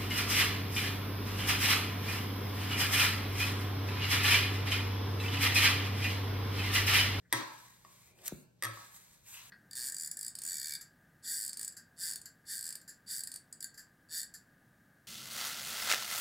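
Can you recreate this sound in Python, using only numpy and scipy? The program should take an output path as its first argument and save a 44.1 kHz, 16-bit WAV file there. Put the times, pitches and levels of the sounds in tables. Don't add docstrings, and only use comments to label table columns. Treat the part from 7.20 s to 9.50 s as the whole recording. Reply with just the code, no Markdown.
import sys
import numpy as np
from scipy import signal
from scipy.fft import rfft, irfft
from scipy.io import wavfile

SR = 44100
rng = np.random.default_rng(int(sys.argv[2]) if len(sys.argv) > 2 else 0)


def int16_out(signal):
    q = np.round(np.clip(np.atleast_2d(signal).T, -1, 1) * 32767)
    wavfile.write(sys.argv[1], SR, q.astype(np.int16))


N = 101429

# f/Hz, density/dB
AIR_SPECTRUM = [(15, -52), (30, -9.5), (60, -1.5), (120, -0.5), (180, -2), (300, -11), (600, -10.5),
                (1200, -39), (2500, -30.5), (6000, -29), (16500, -34)]
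# f/Hz, rms level before waver/dB
HUM_PARTIALS = [(60, -90), (120, -75.5), (180, -81)]
AIR_RMS_DB, HUM_WAVER_DB, HUM_WAVER_HZ = -71.5, 2, 6.0
# f/Hz, correlation/1
STEREO_CORRELATION = [(30, 0.293), (120, 0.72), (250, 0.62), (600, 0.033), (2000, 0.033), (8000, 0.5)]

# t/s, hiss level/dB, rasp level/dB
SLIDE_LEVELS = [(0, -125, -81.5), (.07, -85, -101), (.12, -107, -62), (.15, -57.5, -42.5), (.3, -62, -61),
                (.45, -62.5, -66.5), (.62, -70, -75), (.7, -65.5, -70), (.88, -65, -71), (.94, -79, -85),
                (.98, -69.5, -76.5), (1.035, -64, -66), (1.06, -43.5, -53.5), (1.09, -61, -61),
                (1.22, -65.5, -108), (1.28, -88.5, -116), (1.42, -91.5, -74.5), (1.46, -69, -57.5),
                (1.55, -59, -62), (1.63, -59, -61), (1.7, -63.5, -71), (1.76, -54.5, -64), (1.8, -63, -70),
                (1.95, -67, -72.5), (2.03, -73.5, -78.5), (2.08, -55, -63.5), (2.14, -49.5, -59),
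                (2.2, -57.5, -58), (2.25, -58, -63), (2.3, -59.5, -65)]
# f/Hz, density/dB
HISS_SPECTRUM = [(3000, -28.5), (4500, -32), (6500, -0.5), (8500, -1.5), (10500, -1), (12500, -1),
                 (14500, -8.5), (16500, -5.5)]
# f/Hz, density/dB
RASP_SPECTRUM = [(300, -75), (700, -2.5), (1100, 2.5), (1500, -1), (1950, 4), (2600, -2.5), (3500, 3),
                 (4400, 2), (6000, 1.5), (9000, -15)]
# t/s, level/dB
KNEAD_LEVELS = [(.8, -100), (.92, -79.5), (1.0, -73.5), (1.04, -71.5), (1.08, -71), (1.12, -89),
                (1.2, -105), (1.27, -111), (1.3, -100)]
GRIT_PER_S, GRIT_MEAN_EXCESS_DB = 6500, 1.5
LUMP_DB, LUMP_HZ = 1, 82

# t/s, centre f/Hz, level/dB
SING_TRACK = [(0, 1750, -93), (.06, 1770, -72), (.12, 1750, -93), (.14, 1800, -100), (.88, 2300, -74.5),
              (.95, 2400, -77), (1.04, 2497, -73.5), (1.055, 1699, -76), (1.075, 1609, -80),
              (1.082, 1929, -47), (1.095, 1525, -63.5), (1.12, 1350, -63), (1.2, 1318, -100),
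              (2.03, 2473, -99.5), (2.065, 2580, -65), (2.11, 2493, -76), (2.145, 2690, -57.5),
              (2.21, 2850, -62.5), (2.25, 2890, -71), (2.3, 2790, -73)]
SING_CORNER_HZ = 256

# t/s, crack level/dB, ring level/dB, landing/1 (0 flat, 1 corner)
KNOCKS_TABLE = [(0.1259, -23, -38.5, 0.012), (0.1328, -31.5, -36, 0.036), (1.4236, -28.5, -46, 1),
                (1.4352, -28.5, -49, 0.6), (1.4447, -32.5, -44, 0.95), (1.451, -33, -47, 0.58)]
# f/Hz, flat level/dB, corner level/dB, t60/s
CRACK_MODES = [(1930, 2.5, -6.5, 0.022), (2680, -17, -14, 0.014), (3780, -3, -7, 0.0074),
               (4730, -6, -10.5, 0.016), (5350, 1.5, 0, 0.0031), (6480, 3.5, 1, .004),
               (8590, 2.5, -0.5, 0.0069), (9430, 1, -6.3, 0.0087), (9940, 6.5, 3.2, 0.0027),
               (11560, 1.5, -3.5, 0.0083), (13000, 8.5, 1.5, 0.0018), (14200, -6, -9.5, 0.0023),
               (15600, -4.5, -11.5, 0.0036)]
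# f/Hz, flat level/dB, corner level/dB, t60/s
BLADE_MODES = [(315.7, -5, -18.5, 0.19), (398.5, -14.5, -18, 0.13), (556, -19, -3, 0.095),
               (864.6, -5, -8, 0.07), (962, 4, -14.5, 0.066), (1112, -6, -4.5, 0.27),
               (1157, -17, -0.5, 0.08), (1239, -7, 2, 0.09), (1307, -9, -3, 0.16), (1336, -8.5, -7, 0.088),
               (1607, -3, -4, 0.063), (1785, -1.5, 6, 0.049), (1829, 7.5, -1, 0.074), (1861, -5, 1, 0.096),
               (1975, -1, -2.5, 0.059), (3284, -1.5, -8, 0.1)]
GRIND_PEAK_S, PUSH_S, STRIKE_SPREAD_DB = 0.0006, 0.00004, 1.5

# t/s, peak envelope/dB, f/Hz, time to peak/s
BOOM_TABLE = [(0.132, -41.5, 117.6, 0.028), (1.125, -52.5, 66.6, 0.014), (1.431, -45, 112.5, 0.054)]

# t/s, note level/dB, f/Hz, t60/s, click level/dB
TAP_NOTES = [(0.2147, -29, 1120, 0.013, -58), (.649, -46, 1137, 0.029, -54.5),
             (0.989, -58, 3030, 0.021, -61.5), (1.467, -38.5, 1273, 0.12, -84),
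             (1.573, -44, 1151, 0.044, -69)]
# f/Hz, level/dB, t60/s
TAP_CLICK_MODES = [(1870, -3, 0.045), (2740, -3.5, 0.012), (4760, 1.5, .008)]

# t/s, level before rise/dB, decay constant/s
SNAP_EVENTS = [(1.059, -35, 0.0034), (1.064, -39, 0.006), (1.0695, -39.5, 0.0075), (1.0777, -28.5, 0.0011),
               (1.0791, -22, 0.0018)]
# f/Hz, density/dB
SNAP_SPECTRUM = [(500, -51), (1600, -2), (3000, -2), (5000, 3.5), (8200, 10), (11700, 10), (14000, 6),
                 (16500, 1.5)]
SNAP_RISE_S = 0.00083

PLOP_S, PLOP_GAIN_DB = 1.1222, -31.5
PLOP_FROM_HZ, PLOP_TO_HZ = 730, 150.8
PLOP_FALL_S, PLOP_RISE_S, PLOP_DECAY_S = 0.0023, 0.0012, 0.0082

# f/Hz, t60/s
ROOM_T60_CURVE = [(60, 0.29), (130, 0.5), (300, 0.43), (1000, 0.72), (2500, 0.52), (6000, 0.21),
                  (16000, 0.35)]
# f/Hz, level/dB
ROOM_GAIN_CURVE = [(60, -12), (130, 12), (300, 11.5), (1000, 6), (2500, 4), (6000, 0.5), (16000, -7.5)]
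ROOM_RISE_S = 0.00033
PEEL_ROOM_DB = -7
PLOP_ROOM_DB = -11.5

HIT_LAG_SAMPLES, SLIDE_LAG_SAMPLES, LEFT_DB = 1.43, 3.01, 1.9
SHARED_ABOVE_HZ, TREBLE_LAG_SAMPLES, STOPBAND_HZ = 6400, 10.74, 16850


def amp(db):
    return 10 ** (np.asarray(db) / 20)


def unit(x):
    return x / np.sqrt(np.mean(x ** 2) + 1e-20)


def at_hz(points, hz):
    p = np.array(points)
    return np.interp(np.log(np.maximum(hz, 1)), np.log(p[:, 0]), p[:, 1])


def colour(x, spectrum):
    n = x.shape[-1]
    gain = amp(at_hz(spectrum, np.fft.rfftfreq(n, 1 / SR)))
    return irfft(rfft(x) * gain, n)


def level(rows, column):
    p = np.array(rows)
    return amp(np.interp(np.arange(N) / SR, p[:, 0], p[:, column]))


def since(start_s):
    return np.maximum(np.arange(N) / SR - start_s, 0)


def bandpass(x, low_hz, high_hz):
    return signal.sosfilt(signal.butter(2, [low_hz, high_hz], "band", fs=SR, output="sos"), x)


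def drift(corner_hz):
    r = np.exp(-2 * np.pi * corner_hz / SR)
    noise = rng.standard_normal(N + SR)
    return unit(signal.lfilter([1], [1, -2 * r, r * r], noise)[SR:])


def ring(x, hz, t60_s):
    r, w = amp(-60 / (t60_s * SR)), 2 * np.pi * hz / SR
    return signal.lfilter([0, np.sin(w)], [1, -2 * r * np.cos(w), r * r], x + 1e-18)


def clicks(s, db):
    out = np.zeros(N)
    out[(s * SR).astype(int)] = amp(db)
    return out


def soft(x):
    r = np.exp(-1 / (PUSH_S * SR))
    pushed = signal.lfilter([1 - r], [1, -r], x)
    return signal.sosfilt(signal.butter(2, 220, "high", fs=SR, output="sos"), pushed)


def pair(mid, side):
    n = len(mid)
    alike = np.clip(at_hz(STEREO_CORRELATION, np.fft.rfftfreq(n, 1 / SR)), 0, 1)
    common = np.sqrt(1 + alike) * rfft(mid)
    opposed = np.sqrt(1 - alike) * rfft(side) * [[1], [-1]]
    return irfft(common + opposed, n)


def delay(samples):
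    return np.exp(-2j * np.pi * np.fft.rfftfreq(N) * samples)


def room_tone():
    t = np.arange(N) / SR
    air = unit(pair(*colour(rng.standard_normal((2, N)), AIR_SPECTRUM)))
    hum = 0
    for hz, db in HUM_PARTIALS:
        gain = np.sqrt(2) * amp(db + HUM_WAVER_DB * drift(HUM_WAVER_HZ))
        hum = hum + gain * np.sin(2 * np.pi * (hz * t + rng.random()))
    return amp(AIR_RMS_DB) * air + hum


def grit(spectrum):
    excess_db = GRIT_MEAN_EXCESS_DB * np.minimum(rng.exponential(1, N), 5)
    size = amp(excess_db) * rng.choice([-1, 1], N)
    present = rng.random(N) < GRIT_PER_S / SR
    return unit(colour(size * present, spectrum))


def slide():
    rumble = unit(bandpass(rng.standard_normal(N), 300, 800))
    lumps = amp(LUMP_DB * drift(LUMP_HZ))
    hiss = level(SLIDE_LEVELS, column=1) * grit(HISS_SPECTRUM)
    rasp = level(SLIDE_LEVELS, column=2) * grit(RASP_SPECTRUM)
    return lumps * (hiss + rasp) + level(KNEAD_LEVELS, column=1) * rumble


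def sing():
    p = np.array(SING_TRACK)
    centre_hz = np.interp(np.arange(N) / SR, p[:, 0], p[:, 1])
    phase = 2 * np.pi * np.cumsum(centre_hz) / SR
    band = drift(SING_CORNER_HZ) * np.cos(phase) + drift(SING_CORNER_HZ) * np.sin(phase)
    return level(SING_TRACK, column=2) * band


def strike(db, modes, corner):
    times_s = np.array(KNOCKS_TABLE)[:, 0]
    jitter_db = rng.normal(0, STRIKE_SPREAD_DB, (len(times_s), len(modes)))
    share = np.clip(corner, 0, 1)
    out = 0
    for k, (hz, flat_db, corner_db, t60_s) in enumerate(modes):
        mode_db = db + (1 - share) * flat_db + share * corner_db + jitter_db[:, k]
        out = out + (-1) ** k * ring(clicks(times_s, mode_db), hz, t60_s)
    return out


def knocks():
    _, crack_db, ring_db, corner = np.transpose(KNOCKS_TABLE)
    n = SR // 200
    t = np.arange(n) / (GRIND_PEAK_S * SR)
    grind = unit(rng.choice([-1, 1], n) * t * np.exp(-t)) / np.sqrt(n)
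    crack = signal.lfilter(grind, [1], strike(crack_db, CRACK_MODES, corner))
    return crack + soft(strike(ring_db, BLADE_MODES, corner))


def thump():
    out = 0
    for s, db, hz, peak_s in BOOM_TABLE:
        t = since(s)
        swell = (t / peak_s * np.exp(1 - t / peak_s)) ** 2
        out = out + amp(db) * swell * np.sin(2 * np.pi * hz * t)
    return out


def taps():
    table = np.array(TAP_NOTES)
    click = clicks(table[:, 0], table[:, 4])
    notes = sum(ring(clicks(np.array([s]), db), hz, t60_s) for s, db, hz, t60_s, _ in TAP_NOTES)
    bright = sum(amp(db) * ring(click, hz, t60_s) for hz, db, t60_s in TAP_CLICK_MODES)
    return soft(notes) + bright


def snaps():
    envelope = 0
    for s, db, decay_s in SNAP_EVENTS:
        t = since(s)
        envelope = envelope + amp(db) * (1 - np.exp(-t / SNAP_RISE_S)) * np.exp(-t / decay_s)
    return envelope * unit(colour(rng.standard_normal(N), SNAP_SPECTRUM))


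def plop():
    t = since(PLOP_S)
    extra_turns = (PLOP_FROM_HZ - PLOP_TO_HZ) * PLOP_FALL_S * (1 - np.exp(-t / PLOP_FALL_S))
    turns = PLOP_TO_HZ * t + extra_turns
    envelope = (1 - np.exp(-t / PLOP_RISE_S)) * np.exp(-t / PLOP_DECAY_S)
    return -amp(PLOP_GAIN_DB) * envelope * np.sin(2 * np.pi * turns)


def kitchen(x):
    t, edges_hz = np.arange(SR) / SR, np.geomspace(45, 18000, 14)
    white, tail = pair(*rng.standard_normal((2, SR))), 0
    for low, high in zip(edges_hz, edges_hz[1:]):
        hz = np.sqrt(low * high)
        t60_s = at_hz(ROOM_T60_CURVE, hz)
        decay = amp(at_hz(ROOM_GAIN_CURVE, hz) - 60 * t / t60_s)
        energy_norm = np.sqrt(t60_s * SR / np.log(1e6))
        tail = tail + bandpass(white, low, high) * decay / energy_norm
    tail = tail * (1 - np.exp(-t / ROOM_RISE_S))
    return signal.fftconvolve(x[None], tail, axes=1)[:, :N]


def scene():
    rub, band, hits, peel, drop = slide(), sing(), knocks() + taps(), snaps(), plop()
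    struck = rfft(hits + peel + drop) * delay(HIT_LAG_SAMPLES)
    rubbed = rfft(rub + band) * delay(SLIDE_LAG_SAMPLES)
    left = amp(LEFT_DB) * irfft(struck + rubbed, N)
    right = hits + peel + rub + band + drop
    room = kitchen(hits + rub + amp(PEEL_ROOM_DB) * (peel + band) + amp(PLOP_ROOM_DB) * drop)
    return np.array([left, right]) + room + thump() + room_tone()


def record(dry):
    left, right = rfft(dry)
    hz = np.fft.rfftfreq(N, 1 / SR).clip(1)
    share = 1 / (1 + (SHARED_ABOVE_HZ / hz) ** 40)
    left = np.sqrt(1 - share ** 2) * left + share * right * delay(TREBLE_LAG_SAMPLES)
    top_cut = signal.cheby2(14, 70, STOPBAND_HZ, fs=SR, output="sos")
    return signal.sosfilt(top_cut, irfft([left, right], N))


dry = scene()
out = record(dry)
int16_out(out)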